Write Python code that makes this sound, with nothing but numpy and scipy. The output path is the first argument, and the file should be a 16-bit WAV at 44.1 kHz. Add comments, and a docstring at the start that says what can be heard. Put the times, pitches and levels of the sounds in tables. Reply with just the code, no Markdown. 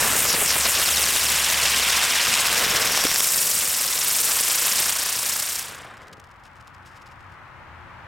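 """First you hear a hollow, sputtering roar: a flower-shaped ground spinner burns on asphalt outdoors.
Its crackling gas jet throbs each time the nozzle sweeps past, speeding up from 3 to 30 turns a second.
Slag clogs the nozzle, which whistles and pops clear, and the roar thins to a bright hiss.
The charge dies, the card body scrapes and rattles to rest, and far traffic is left."""
import sys
import numpy as np
from scipy import signal
from scipy.fft import rfft, irfft, next_fast_len
from scipy.io import wavfile
from scipy.ndimage import map_coordinates

SR = 44100
rng = np.random.default_rng(int(sys.argv[2]) if len(sys.argv) > 2 else 0)


def unload_wav(signal):
    """Save mono or channel-first audio to the path in sys.argv[1] as 16-bit WAV at rate SR, clipped to [-1, 1]."""
    wavfile.write(
        sys.argv[1],
        SR,
        np.round(np.clip(np.atleast_2d(signal).T, -1, 1) * 32767).astype(np.int16),
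    )


N = 355887
TIME = np.arange(N) / SR
SIZE = next_fast_len(N + 4096)
HZ = np.maximum(np.arange(SIZE // 2 + 1) * SR / SIZE, 1)


def from_db(db):
    """Turn decibels into a gain."""
    return 10 ** (np.asarray(db) / 20)


def rms_one(x):
    """Scale a sound to an average strength (rms) of 1."""
    return x / np.sqrt(np.mean(x ** 2) + 1e-20)


def look_up(rows, at):
    """Read a table's other columns at given values of its first."""
    first, *columns = np.transpose(rows)
    return [np.interp(at, first, column) for column in columns]


def over_hz(points):
    """Read a table at every frequency."""
    hz, value = np.transpose(points)
    return np.interp(np.log(HZ), np.log(hz), value)


def resonance_db(hz, width_hz, db):
    """A bump or dip around one frequency."""
    return db / (1 + (2 * (HZ - hz) / width_hz) ** 2)


def colour(x, gain):
    """Filter with a gain for each frequency."""
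    return irfft(rfft(x, SIZE) * gain, SIZE)[..., :N]


def shaped(x, spectrum):
    """Give a sound the tone colour in a table, at strength 1."""
    return rms_one(colour(x, from_db(over_hz(spectrum))))


def drift(rate_hz):
    """A smooth random wobble of strength 1, with about rate_hz changes a second."""
    r = np.exp(-2 * np.pi * rate_hz / SR)
    noise = rng.standard_normal(N + SR // 2)
    return rms_one(signal.lfilter([1], [1, -2 * r, r * r], noise)[-N:])


def grains(per_s, spread_db):
    """Random clicks of uneven size, at strength 1."""
    sizes = from_db(spread_db * np.minimum(rng.exponential(1, N), 3.5))
    signs = rng.choice([-1, 1], N)
    return rms_one(sizes * signs * (rng.random(N) < per_s / SR))


def swell(start_s, length_s):
    """A quick rise to 1 and a fall, mostly over after length_s."""
    age = np.clip((TIME - start_s) / (.5 * length_s), 0, 10)
    return age * np.exp((1 - age ** 2) / 2)


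def rise_hold_fall(top_s, hold_s, rise_db_per_s, fall_db_per_s):
    """A gain that climbs to 1, stays and dies away."""
    early_s = np.maximum(top_s - TIME, 0)
    late_s = np.maximum(TIME - top_s - hold_s, 0)
    return from_db(-rise_db_per_s * early_s - fall_db_per_s * late_s)


def widen(mid, side, width):
    """Make stereo: both ears share mid, while side is added left and taken away right."""
    gain = from_db(over_hz(width))
    total = np.hypot(1, gain)
    return colour(mid, 1 / total) + colour(side, gain / total) * [[1], [-1]]


def pan(x, left_db):
    """Make the left side louder than the right."""
    return x * from_db([[left_db / 2], [-left_db / 2]])


# Tone colour of far engines and of tyres: f/Hz, level/dB
ENGINE_TONE = [(15, -44.5), (25, -16.5), (92, -2), (164, -11.5), (188, -15.5), (270, -17), (321, -34),
               (356, -11.5), (400, -36), (520, -56), (880, -120)]
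TYRE_TONE = [(180, -45), (300, -15.5), (386, -22.5), (464, -17), (549, -13.5), (705, -13), (807, -8),
             (1210, -6), (1530, -9), (2130, -14), (3710, -29), (4030, -30.5), (5190, -35.5), (16500, -59.5)]
# How wide the street sounds: f/Hz, side minus mid/dB
STREET_WIDTH = [(60, -9), (180, -9), (550, -7), (1650, -7.5), (4970, -0.5), (15000, -11.5)]


def street_noise():
    """Plain noise, spread as wide as the street."""
    return widen(*rng.standard_normal((2, N)), STREET_WIDTH)


def traffic(engine_db=-54.5, tyre_db=-50, approach_s=6.2, rise_db_per_s=3.5):
    """Far engines and tyres, off to the left, grow louder as they draw nearer."""
    engines = pan(shaped(street_noise(), ENGINE_TONE), left_db=2.5) * from_db(engine_db)
    tyres = pan(shaped(street_noise(), TYRE_TONE), left_db=3.3) * from_db(tyre_db)
    return (engines + tyres) * from_db(rise_db_per_s * np.maximum(TIME - approach_s, 0))


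def hum(hz=69.6, level_db=-45, waver_hz=1.44, waver_db=3.0):
    """A low, wavering tone swells and fades under the burn."""
    phase = 2 * np.pi * np.cumsum(hz + waver_hz * drift(5.4)) / SR
    envelope = rise_hold_fall(top_s=.87, hold_s=.8, rise_db_per_s=4.5, fall_db_per_s=16.5)
    return np.sqrt(2) * np.sin(phase) * envelope * from_db(level_db + waver_db * drift(6))


# The rim touches the asphalt: t/s, relative level/dB, length/s
RIM_SCRAPES = [(5.938, -52, .01), (5.97, -43, 0.0077), (6.004, -54, 0.038), (6.068, -55, 0.0062),
               (6.079, -47, .007), (6.126, -43.5, 0.012), (6.168, -55, .006), (6.197, -47.5, .007),
               (6.238, -48, 0.0076), (6.309, -54, .008), (6.433, -53, 0.0085), (6.442, -54, .032),
               (6.552, -58, .022), (6.605, -49, 0.0099), (6.672, -45.5, .01), (6.736, -54, .016),
               (6.85, -53, 0.039), (6.906, -58, .03), (6.947, -54.5, .036), (7.012, -53, .016),
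               (7.055, -51.5, 0.026), (7.106, -58, .025), (7.197, -63, .025), (7.312, -62, .02)]
# Tone colour of the card body: f/Hz, level/dB
CARD_TONE = [(1500, -11), (2800, 4), (3800, -1.5), (4500, -1), (5150, 1.5), (5900, -3.5), (6800, -4),
             (8100, -5.5), (11000, -13.5), (13500, -15), (16000, -23)]


def rattle(scrape_db=-0.5, coast_db=-69):
    """The wobbling card rim drags over grit in short strokes while the base coasts to rest."""
    card = from_db(over_hz(CARD_TONE) + resonance_db(hz=5300, width_hz=450, db=1.5))
    strokes = sum(from_db(db + scrape_db) * swell(s, length) for s, db, length in RIM_SCRAPES)
    coasting = rise_hold_fall(top_s=5.7, hold_s=1.56, rise_db_per_s=88, fall_db_per_s=47)
    rim = strokes * grains(per_s=17000, spread_db=18)
    base = from_db(coast_db) * coasting * grains(per_s=2500, spread_db=29)
    return colour(rim + base, rms_one(card))


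# A clog blows out of the nozzle: t/s, level/dB, length/s
CLOG_POPS = [(3.039, -27, .006), (3.047, -22, .012)]
# Tone colour of the pop: f/Hz, level/dB
POP_TONE = [(60, -21), (130, 3), (200, 3), (560, 2), (750, -28), (2500, -0.5), (5000, -23), (12000, -50)]


def pop():
    """Trapped gas escapes in one dull double thud."""
    blast = shaped(rng.standard_normal(N), POP_TONE)
    return blast * sum(from_db(db) * swell(s, length) for s, db, length in CLOG_POPS)


# The flame gulps, and slag (burnt powder) spits out: t/s, relative level/dB
FLAME_GULPS = [(0.083, -20), (0.242, -18), (0.334, -14.5), (0.413, -14), (0.553, -16), (0.65, -14),
               (0.783, -17.5), (0.814, -23.5), (1.15, -22.5), (1.234, -22.5), (2.618, -21)]
SLAG_SPITS = [(1.797, -12.5), (2.2794, -7), (2.8676, -19), (2.975, -3), (3.039, -3.5), (3.051, -7.5),
              (3.068, -10), (3.114, -5), (3.1597, -6), (3.205, -3.5), (3.2424, -8.5), (3.3346, -20),
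              (4.3889, -8.5)]
# Tone colour of a gulp: f/Hz, level/dB
GULP_TONE = [(60, -15), (170, -8), (550, -1), (1200, -2), (3000, -11), (9000, -55)]


def sputter(gulp_db=-8.5, gulp_s=0.018, spit_db=-5.5, spit_s=0.0016):
    """Dull gulps of flame, and sharp spits of slag with the jet's tone colour."""
    dull = shaped(rng.standard_normal(N), GULP_TONE)
    sharp = shaped(rng.standard_normal(N), JET_TONE)
    gulps = sum(from_db(db + gulp_db) * swell(s, gulp_s) for s, db in FLAME_GULPS)
    spits = sum(from_db(db + spit_db) * swell(s, spit_s) for s, db in SLAG_SPITS)
    return dull * gulps + sharp * spits


# The narrowed nozzle sings: t/s (fully risen), hold/s, f/Hz, level/dB
NOZZLE_WHISTLES = [(2.92, 0.26, 5560, -30), (3.2, .25, 7750, -34.5)]


def whistle(turn, width_hz=450, throb_db=1.0, facing_turn=.12):
    """Two airy whistles, the second higher, as the slag in the nozzle gives way."""
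    out = 0
    for top_s, hold_s, hz, db in NOZZLE_WHISTLES:
        phase = 2 * np.pi * hz * TIME
        airy = drift(width_hz) * np.cos(phase) + drift(width_hz) * np.sin(phase)
        envelope = rise_hold_fall(top_s, hold_s, rise_db_per_s=64, fall_db_per_s=43)
        out = out + airy * from_db(db) * envelope
    return out * from_db(throb_db * np.cos(2 * np.pi * (turn - facing_turn)))


# The charge burns down: t/s, thrust/dB, thinness (0 full roar, 1 thin hiss)
BURN_CURVE = [(0, -0.1, 0.64), (.6, .4, 0.29), (1.25, 0.6, 0.38), (1.45, 0.1, 0.12), (2.3, 0.5, 0.021),
              (2.95, 1, 0.29), (3.08, -1.5, .35), (3.2, -1, 0.88), (3.45, 0, 0.95), (3.85, -2.5, 0.78),
              (4.04, -2, 0.81), (4.12, 0.1, 0.91), (4.85, 0, 0.71), (4.95, -3, 0.67), (5.3, -3.5, 0.85),
              (5.58, -6.5, 0.83)]


def charge(clog_start_s=2.4, clog_full_s=2.76, clog_clear_s=3.2, burnout_s=5.583):
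    """How the powder burns: thrust, thinness, clogging (0-1) and seconds since it ran out."""
    thrust_db, thin = look_up(BURN_CURVE, TIME)
    clog = np.interp(TIME, [clog_start_s, clog_full_s, clog_clear_s], [0, 1, 0])
    return thrust_db, thin, clog, np.maximum(TIME - burnout_s, 0)


# Tone colour of the ringing tube: f/Hz, level/dB
TUBE_TONE = [(1000, -45), (4200, -24), (4800, -11), (5400, -1), (5850, -4.5), (6400, -8), (7300, -10),
             (8400, -12.5), (10000, -27.5), (16000, -45)]


def chuff(turn, facing_turn=0.084, sharpness=3.7, base_db=-33, thin_db=8.5, clog_db=10,
          fall_db_per_s=130):
    """The tube's ring bursts out whenever the nozzle faces you, louder if the jet is thin or clogged."""
    gas = rng.standard_normal(N) + grains(per_s=3000, spread_db=1)
    facing = np.exp(sharpness * (np.cos(2 * np.pi * (turn - facing_turn)) - 1))
    thrust_db, thin, clog, spent_s = charge()
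    level_db = base_db + thrust_db + thin_db * thin + clog_db * clog - fall_db_per_s * spent_s
    return shaped(gas, TUBE_TONE) * facing * from_db(level_db)


# Echo off the ground: spin/(turns/s), relative strength, shortest lag/s, lag growth factor over a turn
GROUND_ECHO = [(3.8, 0.1, 0.00014, 0.71), (4.3, 0.7, 0.000076, 3.05), (7.57, 0.4, 0.000058, 3.5),
               (9.75, 0.8, 0.00027, 2.6), (16, 0.42, 0.000282, 2.35), (21.8, 0.24, 0.0002, 2.3)]
# Tone colour of the echo: f/Hz, level/dB
ECHO_TONE = [(1800, -23), (3800, -2.5), (9000, -4), (15000, -10)]


def swish(gas, spin, turn, start_turn=0.36):
    """A bounce off the ground lags more and more through each turn, so the hiss sweeps downward."""
    strength, shortest_s, growth = look_up(GROUND_ECHO, spin)
    part_turn = (turn - start_turn) % 1
    lag_s = shortest_s * growth ** part_turn
    bright = colour(gas, from_db(over_hz(ECHO_TONE)))
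    echo = map_coordinates(bright, [(TIME - lag_s) * SR], order=3)
    share = strength * np.abs(np.sin(np.pi * part_turn)) ** 0.15   # silent as the lag jumps back
    return (gas + share * echo) / np.sqrt(1 + share ** 2 / 4)


def turbulence(thin, crackle_db=-0.5, thin_db=-2.5, flutter_db=1.2, flutter_hz=140):
    """Churning gas flutters and crackles; a thin jet crackles less."""
    crackle = from_db(crackle_db + thin_db * thin)
    gas = rng.standard_normal(N) + crackle * grains(per_s=3500, spread_db=3.2)
    flutter = from_db(flutter_db * drift(flutter_hz))
    return rms_one(gas / np.hypot(1, crackle) * flutter)


# Tone colour of the jet: f/Hz, level/dB
JET_TONE = [(41, -18), (70, -14), (113, -10), (210, -9), (355, -12), (488, -5.5), (826, -2), (1640, 2),
            (2840, -2), (4190, -1.5), (5510, -0.5), (8310, -5), (13400, -5.5), (16500, -12.5)]
# Resonances of the nozzle and tube: f/Hz, width/Hz, level/dB
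NOZZLE_RESONANCES = [(1060, 220, 2), (2790, 340, 1.5), (4330, 1000, -1.3), (5300, 320, -0.1),
                     (6260, 500, -2.5), (8330, 1100, 3)]
# How wide the jet sounds: f/Hz, side minus mid/dB
JET_WIDTH = [(60, -9.5), (110, -10), (200, -13.5), (380, -19), (700, -19), (1290, -20), (2380, -23.5),
             (4400, -21.5), (8120, -16.5), (15000, -34.5)]
# Edges of the jet's six bands, low to high (flame, roar, rasp, rush, sizzle, air): f/Hz
BAND_EDGES = [100, 600, 2100, 3900, 6600, 10000, 16500]
# How each band follows the burn: relative level/dB at full roar, change/dB when thin,
# change/dB when clogged, ageing/(dB/s), fall at burn-out/(dB/s), fast flicker/dB
BAND_LEVELS = [(-37.5, -1, 6, -0.98, 0.5, 2.45), (-28, -8, 1, 0.37, 16, 0.86),
               (-23.5, -9.5, -1.3, 0.15, 48, 1.4), (-26, -3.5, -2.8, 0.07, 90, 2.2),
               (-25.5, 4, -5.5, -0.35, 100, 1.7), (-30, 8.5, 0, -0.82, 128, 1.4)]
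# Each band is beamed its own way: base throb/dB, direction/turns, creep round the body/(turns/s)
BAND_BEAMS = [(.8, 0.57, -.26), (.8, 0.44, -.26), (.7, 0.12, 0.25), (1.0, .11, -0.017),
              (1.15, 0.74, -0.323), (1.25, 0.8, -.295)]
# The throb is deep while the body lurches, and again at full speed: spin/(turns/s), depth factor
THROB_DEPTH = [(4, 1.2), (9, 1.5), (15, 1.15), (22, 1.74), (30, 2.9)]
# The fresh charge burns hollow: change/dB for each band
IGNITION_DB = [7.5, 9, 2.5, -3.5, -0.5, -1]


def jet(spin, turn, ignition_fade_s=0.18, second_lobe=0.21, patchy_db=0.8, blend=0.21):
    """Gas roars from the nozzle; each band follows the burn and throbs as its beam sweeps past."""
    thrust_db, thin, clog, spent_s = charge()
    gas = swish(turbulence(thin), spin, turn)
    tone = from_db(over_hz(JET_TONE) + sum(resonance_db(*row) for row in NOZZLE_RESONANCES))
    spectrum = rfft(widen(gas, rng.standard_normal(N), JET_WIDTH), SIZE) * tone
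    depth, = look_up(THROB_DEPTH, spin)
    fresh = np.exp(-TIME / ignition_fade_s)
    # Soft steps, each passing what lies above one band edge
    above = [1] + [.5 + .5 * np.tanh(np.log(HZ / hz) / blend) for hz in BAND_EDGES[1:-1]] + [0]
    out = 0
    for k, (roar_db, thin_db, clog_db, ageing, fall, fast_db) in enumerate(BAND_LEVELS):
        inside = (HZ > BAND_EDGES[k]) & (HZ < BAND_EDGES[k + 1])
        band = irfft(spectrum * (above[k] - above[k + 1]), SIZE)[:, :N]
        band /= np.sqrt(np.mean(tone ** 2 * inside))
        level_db = roar_db + thrust_db + thin_db * thin + clog_db * clog
        level_db += IGNITION_DB[k] * fresh + ageing * TIME - fall * spent_s
        throb_db, direction, creep = BAND_BEAMS[k]
        angle = 2 * np.pi * (turn - direction - creep * TIME)
        facing = np.cos(angle) + second_lobe * np.cos(2 * angle)   # the second term narrows the beam
        flicker_db = patchy_db * drift(36) + fast_db * drift(200)
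        out = out + band * from_db(level_db + throb_db * depth * facing + flicker_db)
    return out * np.interp(TIME, [5.98, 6.4], [1, 0])   # the last glow fades


# How fast the spinner whirls: t/s, spin/(turns/s)
SPIN_SPEED = [(0, 3.0), (.3, 4.26), (.55, 6.84), (.8, 8.59), (1.1, 12.23), (1.5, 15.22), (1.9, 14.87),
              (2.3, 16.31), (2.7, 16.98), (3.1, 22.39), (3.5, 21.74), (3.9, 22.13), (4.2, 23.43),
              (4.5, 27.01), (4.8, 30.0), (5.2, 29.44), (5.7, 30.96)]
# Which ear hears the spinner louder: f/Hz, left minus right/dB
SPINNER_BALANCE = [(60, 6), (120, 3.0), (240, 1.0), (480, 0), (950, 1), (1890, -0.5), (3770, 0.5),
                   (7520, 1.0), (15000, 0.5)]


def scene(jet_db=-0.98, hiss_db=-78.0):
    """The spinner just ahead, with a low hum, the street and a faint steady hiss behind it."""
    spin, = look_up(SPIN_SPEED, TIME)
    turn = np.cumsum(spin) / SR
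    spinner = from_db(jet_db) * jet(spin, turn)
    spinner += chuff(turn) + whistle(turn) + sputter() + pop() + rattle()
    balance = from_db(over_hz(SPINNER_BALANCE) * [[.5], [-.5]])
    hiss = from_db(hiss_db) * street_noise()
    return colour(spinner, balance) + pan(hum(), left_db=1.5) + traffic() + hiss


def record(dry, ceiling=.5, knee=4, cutoff_hz=16600):
    """Round off the loudest peaks and cut the highest treble."""
    rounded = dry / (1 + np.abs(dry / ceiling) ** knee) ** (1 / knee)
    return colour(rounded, .5 - .5 * np.tanh((HZ - cutoff_hz) / 40))


dry = scene()
out = record(dry)
unload_wav(out)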